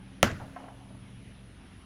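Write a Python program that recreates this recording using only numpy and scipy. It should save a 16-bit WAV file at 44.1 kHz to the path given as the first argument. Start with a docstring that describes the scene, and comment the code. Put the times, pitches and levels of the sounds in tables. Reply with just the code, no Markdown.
"""Mallet on a watermelon, under a porch

Close by, a small metal mallet whacks a watermelon on a wooden table: a crack, a hollow knock, a thump.
Crack, melon, table, tail lumps and rattle are damped modes; the porch answers with decaying noise-like taps.
Beyond it, a distant engine drones in wavering sines, a far bird whistles once in a gliding sine,
and shaped, patchy noise makes the yard with its insect hiss."""
import sys
import numpy as np
from scipy import signal
from scipy.io import wavfile
from scipy.ndimage import uniform_filter1d

SR = 44100
rng = np.random.default_rng(int(sys.argv[2]) if len(sys.argv) > 2 else 0)


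def inscribe(sig):
    """Save sig as 16-bit PCM at rate SR to the path in sys.argv[1].

    A 1-D sig is mono; a 2-D sig holds one channel per row.
    Samples are clipped to [-1, 1] before scaling.
    """
    pcm = np.round(np.clip(np.atleast_2d(sig).T, -1, 1) * 32767)
    wavfile.write(sys.argv[1], SR, pcm.astype(np.int16))


N = 81585
TIME = np.arange(N) / SR  # seconds
BLOW_S, BLOW_DB = 0.22945, -3  # when and how hard the mallet lands


def amp(db):
    """Decibels to amplitude."""
    return 10 ** (np.asarray(db) / 20)


def evened(x):
    """Scale to an rms of 1."""
    return x / np.sqrt(np.mean(x ** 2) + 1e-20)


def curve(points, column=1):
    """A table column joined by straight lines in time."""
    p = np.array(points)
    return np.interp(TIME, p[:, 0], p[:, column])


def between(points):
    """True from the first to the last time of a table."""
    return (TIME > points[0][0]) & (TIME < points[-1][0])


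def clicks(rows):
    """One impulse for each (start_s, level_db) row."""
    x = np.zeros(N)
    for start_s, level_db in rows:
        x[round(start_s * SR)] += amp(level_db)
    return x


def ring(modes):
    """Sum of damped sines, each with a soft start."""
    t = np.arange(SR // 2) / SR
    total = np.zeros(len(t))
    for pitch_hz, level_db, t60_s, rise_s in modes:
        envelope = amp(level_db - 60 * t / t60_s) * (1 - np.exp(-t / rise_s))
        total += envelope * np.sin(2 * np.pi * pitch_hz * t)
    return total


def struck(rows, modes):
    """Let each (start_s, level_db) impulse set the modes ringing."""
    return signal.fftconvolve(clicks(rows), ring(modes))[:N]


# Spectrum of the open yard, relative: pitch_hz, level_db (per Hz)
YARD_SPECTRUM = [(25, -14), (40, -17.5), (55, -12), (100, -4), (250, -7), (330, -15), (500, -22),
                 (1000, -24.5), (3000, -26), (4500, -35.5), (6000, -38), (8300, -50.5), (9000, -37),
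                 (10000, -30.5), (11000, -35), (11500, -52.5), (15800, -63), (16000, -75)]
YARD_DB, PATCH_DB = -52.5, 1.95  # overall rms level, rms patchiness


def yard():
    """Rumble, air and an insect band near 10 kHz: noise whose spectrum varies in patches."""
    frames, hz = N // 256 + 5, np.fft.rfftfreq(1024, 1 / SR)
    real, imag, patches = rng.standard_normal((frames, 513, 3)).T
    patches = uniform_filter1d(patches, 10, 0)  # over pitch
    patches = evened(uniform_filter1d(patches, 12, 1))  # over time
    pitch_hz, level_db = np.transpose(YARD_SPECTRUM)
    level = np.interp(np.log(hz + 1), np.log(pitch_hz), level_db)[:, None]
    spectrum = (real + 1j * imag) * amp(level + PATCH_DB * patches)
    noise = signal.istft(spectrum, nperseg=1024, noverlap=768)[1][:N]
    return amp(YARD_DB) * evened(noise)


WAVER_DB, WAVER_RAD = 1, 0.58  # rms wander of level and phase
WAVER_HZ = 6.94  # fastest wander


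def slow():
    """Random wander, rms 1: sines from 0.5 Hz up, the slower ones stronger."""
    return evened(sum(np.sin(2 * np.pi * (f * TIME + rng.random())) / np.sqrt(f)
                      for f in np.geomspace(0.5, WAVER_HZ, 12)))


ENGINE_HZ = 24.14
# Low engine tones, steady but for the waver: multiple (of ENGINE_HZ), level_db (rms)
LOW_TONES = [(2.2, -58), (3, -64), (4, -61)]
# Upper engine tones that swell and fade: multiple (of ENGINE_HZ)
UPPER_TONES = [5, 8, 11.1]
# Their swells: time_s, then level_db (rms) of each upper tone in turn
UPPER_SWELLS = [(0, -58, -54, -67), (.15, -61, -53.5, -57.5), (.35, -68, -52.5, -61.5),
                (.46, -67, -53, -53.5), (.62, -57, -56, -53.5), (.75, -54, -58.5, -59.5),
                (.91, -52, -55.5, -59), (1.15, -54, -55.5, -68.5), (1.33, -57.5, -60, -71),
                (1.45, -53, -68.5, -70), (1.55, -66, -62.5, -75), (1.85, -75, -58.5, -65)]


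def engine():
    """Low tones of a distant idling engine, each wavering on its own in level and phase."""
    swelling = [(k, curve(UPPER_SWELLS, i + 1)) for i, k in enumerate(UPPER_TONES)]
    total = np.zeros(N)
    for multiple, level_db in LOW_TONES + swelling:
        level = amp(level_db + WAVER_DB * slow())
        phase = 2 * np.pi * (multiple * ENGINE_HZ * TIME + rng.random())
        total += level * np.sin(phase + WAVER_RAD * slow())
    return np.sqrt(2) * total  # rms to peak


# Whistle of a far bird: time_s, pitch_hz, level_db
WHISTLE = [(.49, 1980, -67), (.53, 2130, -69), (.57, 2150, -58), (.61, 2140, -69)]


def bird():
    """One faint whistle, a sine that rises and then levels off."""
    phase = 2 * np.pi * np.cumsum(curve(WHISTLE)) / SR
    return amp(curve(WHISTLE, 2)) * np.sin(phase) * between(WHISTLE)


# Light taps of something on the table: start_s, level_db (9 dB is taken off), pitch_hz (lowest mode),
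# tilt_db (brightness per octave), ring_factor (times t60_s)
RATTLE_TAPS = [(0.411, -31.5, 900, -7, 0.72), (0.479, -41, 602, -2, 0.94), (0.563, -25, 718, 1, 0.95),
               (0.601, -32, 823, -0.5, 0.65), (0.64, -36.5, 732, -0.5, 1), (0.684, -31, 742, 3.9, 0.42),
               (0.718, -41, 726, -14, 0.97), (0.809, -43, 713, -2, 0.78), (0.904, -39.5, 640, 0, 0.58),
               (0.949, -44.5, 610, -3, 0.8)]
# Wooden modes, retuned by each tap: pitch_hz, level_db (relative), t60_s
RATTLE_MODES = [(719, 0, 0.092), (1060, -2, 0.049), (1319, -9.5, 0.071), (1542, -11.5, 0.075),
                (1680, -17.5, 0.072), (1850, -18.5, 0.073), (2200, -28, 0.049)]
# Murmur behind the taps: time_s, level_db (rms)
MURMUR = [(.4, -47), (.44, -51), (.53, -75), (.58, -50.5), (.7, -53.5), (.8, -65.5), (.95, -65.5),
          (1.05, -94)]
MURMUR_BAND_HZ = [532, 937]


def rattle():
    """Light taps on a few wooden modes, with a dull murmur of band noise behind."""
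    low_hz = RATTLE_MODES[0][0]
    taps = np.zeros(N)
    for start_s, level_db, tap_hz, tilt_db, ring_factor in RATTLE_TAPS:
        modes = [(hz * tap_hz / low_hz, db - 9 + tilt_db * np.log2(hz / low_hz), t60_s * abs(ring_factor), 0.0003)
                 for hz, db, t60_s in RATTLE_MODES]
        taps += struck([(start_s, level_db)], modes)
    band = signal.butter(2, MURMUR_BAND_HZ, "band", fs=SR, output="sos")
    noise = evened(signal.sosfilt(band, rng.standard_normal(N)))
    return taps + noise * amp(curve(MURMUR)) * between(MURMUR)


# Modes of the wooden table top: pitch_hz, level_db (relative), t60_s, rise_s
TABLE_MODES = [(117.8, -8.5, 0.66, 0.0045), (94.4, -3, 0.26, .004), (58, -7, 0.093, .005)]
# Thumps into it, the blow and the melon's hops: start_s, level_db, ring_factor (times t60_s)
TABLE_THUMPS = [(0.237, -20, 0.72), (.325, -22.5, 0.46), (0.417, -35, .6), (.472, -35.5, 0.76)]


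def table():
    """Low damped modes of the table top, set ringing by each thump."""
    total = np.zeros(N)
    for start_s, level_db, ring_factor in TABLE_THUMPS:
        modes = [(hz, db, t60_s * abs(ring_factor), rise_s) for hz, db, t60_s, rise_s in TABLE_MODES]
        total += struck([(start_s, level_db)], modes)
    return total


# Brief pitched lumps in the blow's ringing tail: start_s, pitch_hz, level_db, t60_s
TAIL_LUMPS = [(0.2406, 3000, -22, 0.028), (.247, 2050, -22, 0.028), (0.262, 1510, -16, 0.018),
              (0.271, 1395, -29, 0.025), (0.289, 1930, -29, 0.02), (.302, 656, -30.5, 0.045),
              (.314, 2350, -33, 0.01)]


def tail_lumps():
    """One short damped mode for each lump of the tail."""
    return sum(struck([(start_s, level_db)], [(pitch_hz, 0, t60_s, 0.002)])
               for start_s, pitch_hz, level_db, t60_s in TAIL_LUMPS)


# Decay under the porch, then in the yard beyond, levels relative to the blow:
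# pitch_hz, t60_s, level_db, far_t60_s, far_level_db
PORCH_DECAY = [(147, 1, -5, 1.1, -31), (410, 0.45, -5.5, 2.1, -33), (610, 0.21, -2, 3.2, -18.5),
               (970, 0.28, -2, 1.1, -32.5), (1460, 0.33, -1, 0.98, -13), (2210, 0.35, -6.5, 0.98, -36),
               (3100, 0.27, -10, 1.4, -32), (4760, 0.21, -12.5, 1.2, -35), (6900, .24, -14.5, 1.5, -40),
               (8300, 0.21, -23, 2.2, -50), (12000, 0.13, -17.5, 1.8, -48), (16000, 0.24, -37, 1.9, -56)]
PORCH_GAP_S, PORCH_RISE_S = 0.001, 0.0024  # wait after the blow; ramp time per unit of gain
LUMP_DB = 2.5  # rms unevenness of the decay


def porch():
    """Dense taps after the blow that die band by band, near walls fast and the yard slowly."""
    size = 3 * SR // 2
    taps = np.zeros(size)
    at = np.arange(0, size - 20, 20)
    taps[at + rng.integers(0, 20, len(at))] = rng.choice([-1., 1.], len(at))
    hz, t, spectrum = signal.stft(taps, SR, nperseg=256)
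    pitch_hz, *columns = np.transpose(PORCH_DECAY)
    t60_s, level_db, far_t60_s, far_level_db = [
        np.interp(np.log(hz + 1), np.log(pitch_hz), column)[:, None] for column in columns]
    near = amp(level_db - 60 * t / t60_s)
    far = amp(far_level_db - 60 * t / far_t60_s)
    lumps = uniform_filter1d(rng.standard_normal(spectrum.shape), size=4, axis=0)
    lumps = evened(uniform_filter1d(lumps, size=3, axis=1))
    shaped = spectrum * np.hypot(near, far) * amp(LUMP_DB * lumps)
    tail = signal.istft(shaped, SR, nperseg=256)[1][:size]
    tail = tail * np.minimum(0.4 + np.arange(size) / SR / PORCH_RISE_S, 1)
    return signal.fftconvolve(clicks([(BLOW_S + PORCH_GAP_S, BLOW_DB)]), tail)[:N]


# Mallet face on rind: pitch_hz, level_db (relative to the blow), t60_s, rise_s
CRACK_MODES = [(2800, 5, 0.0015, .00003), (5000, 0, 0.0012, 0.000028), (7230, 9.5, 0.00048, 0.0000045),
               (13700, -24, 0.00017, 0.0000079)]
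# Crack direct and off the table top: delay_s, level_db (relative to the blow)
CRACK_PATHS = [(0, 2), (.00033, -8.5)]
# Hollow melon: pitch_hz, level_db (relative to the blow), t60_s, rise_s
MELON_MODES = [(1760, -6, .01, .0003), (1280, -4, 0.018, 0.001), (655, -0.5, 0.02, 0.00072),
               (574, -14, 0.057, 0.0023), (443, -30, 0.13, 0.0016), (356, -25.5, 0.22, 0.00067),
               (250, -20.5, 0.17, 0.001), (202, -6.5, 0.063, .004)]
# Dull echoes of the blow: delay_s, level_db (relative)
BLOW_ECHOES = [(.0036, -15.5), (.0082, -25), (.0125, -26), (.0855, -36)]
KNOCK_LAG_S = 0.00034  # melon after mallet
LOW_CUT_HZ = 130  # crack and knock both carry little below this
ECHO_HZ = 6100  # the echoes lose treble above this


def blow():
    """The crack, doubled by the table top, and the melon's damped modes, with a few dull echoes."""
    crack = struck([(BLOW_S + delay_s, BLOW_DB + db) for delay_s, db in CRACK_PATHS], CRACK_MODES)
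    knock = struck([(BLOW_S + KNOCK_LAG_S, BLOW_DB)], MELON_MODES)
    direct = signal.lfilter(*signal.butter(2, LOW_CUT_HZ, "high", fs=SR), -crack - knock)
    dull = signal.lfilter(*signal.butter(2, ECHO_HZ, fs=SR), direct)
    return direct + signal.fftconvolve(dull, clicks(BLOW_ECHOES)[:SR // 2])[:N]


def scene():
    """Everything at the microphone, one channel."""
    return (blow() + porch() + tail_lumps() + table() + rattle() + bird() + engine() + yard())[None]


FULL, EDGE_HZ = 1.05, 16500  # overload ceiling (amplitude), top of the band


def record(dry):
    """Soft overload, strongest on the loud crack, then the band limit."""
    limited = FULL * np.tanh(dry / FULL)
    lowpass = signal.firwin(511, EDGE_HZ, window=("kaiser", 9), fs=SR)
    return signal.oaconvolve(limited, lowpass[None], "same")


dry = scene()
out = record(dry)
inscribe(out)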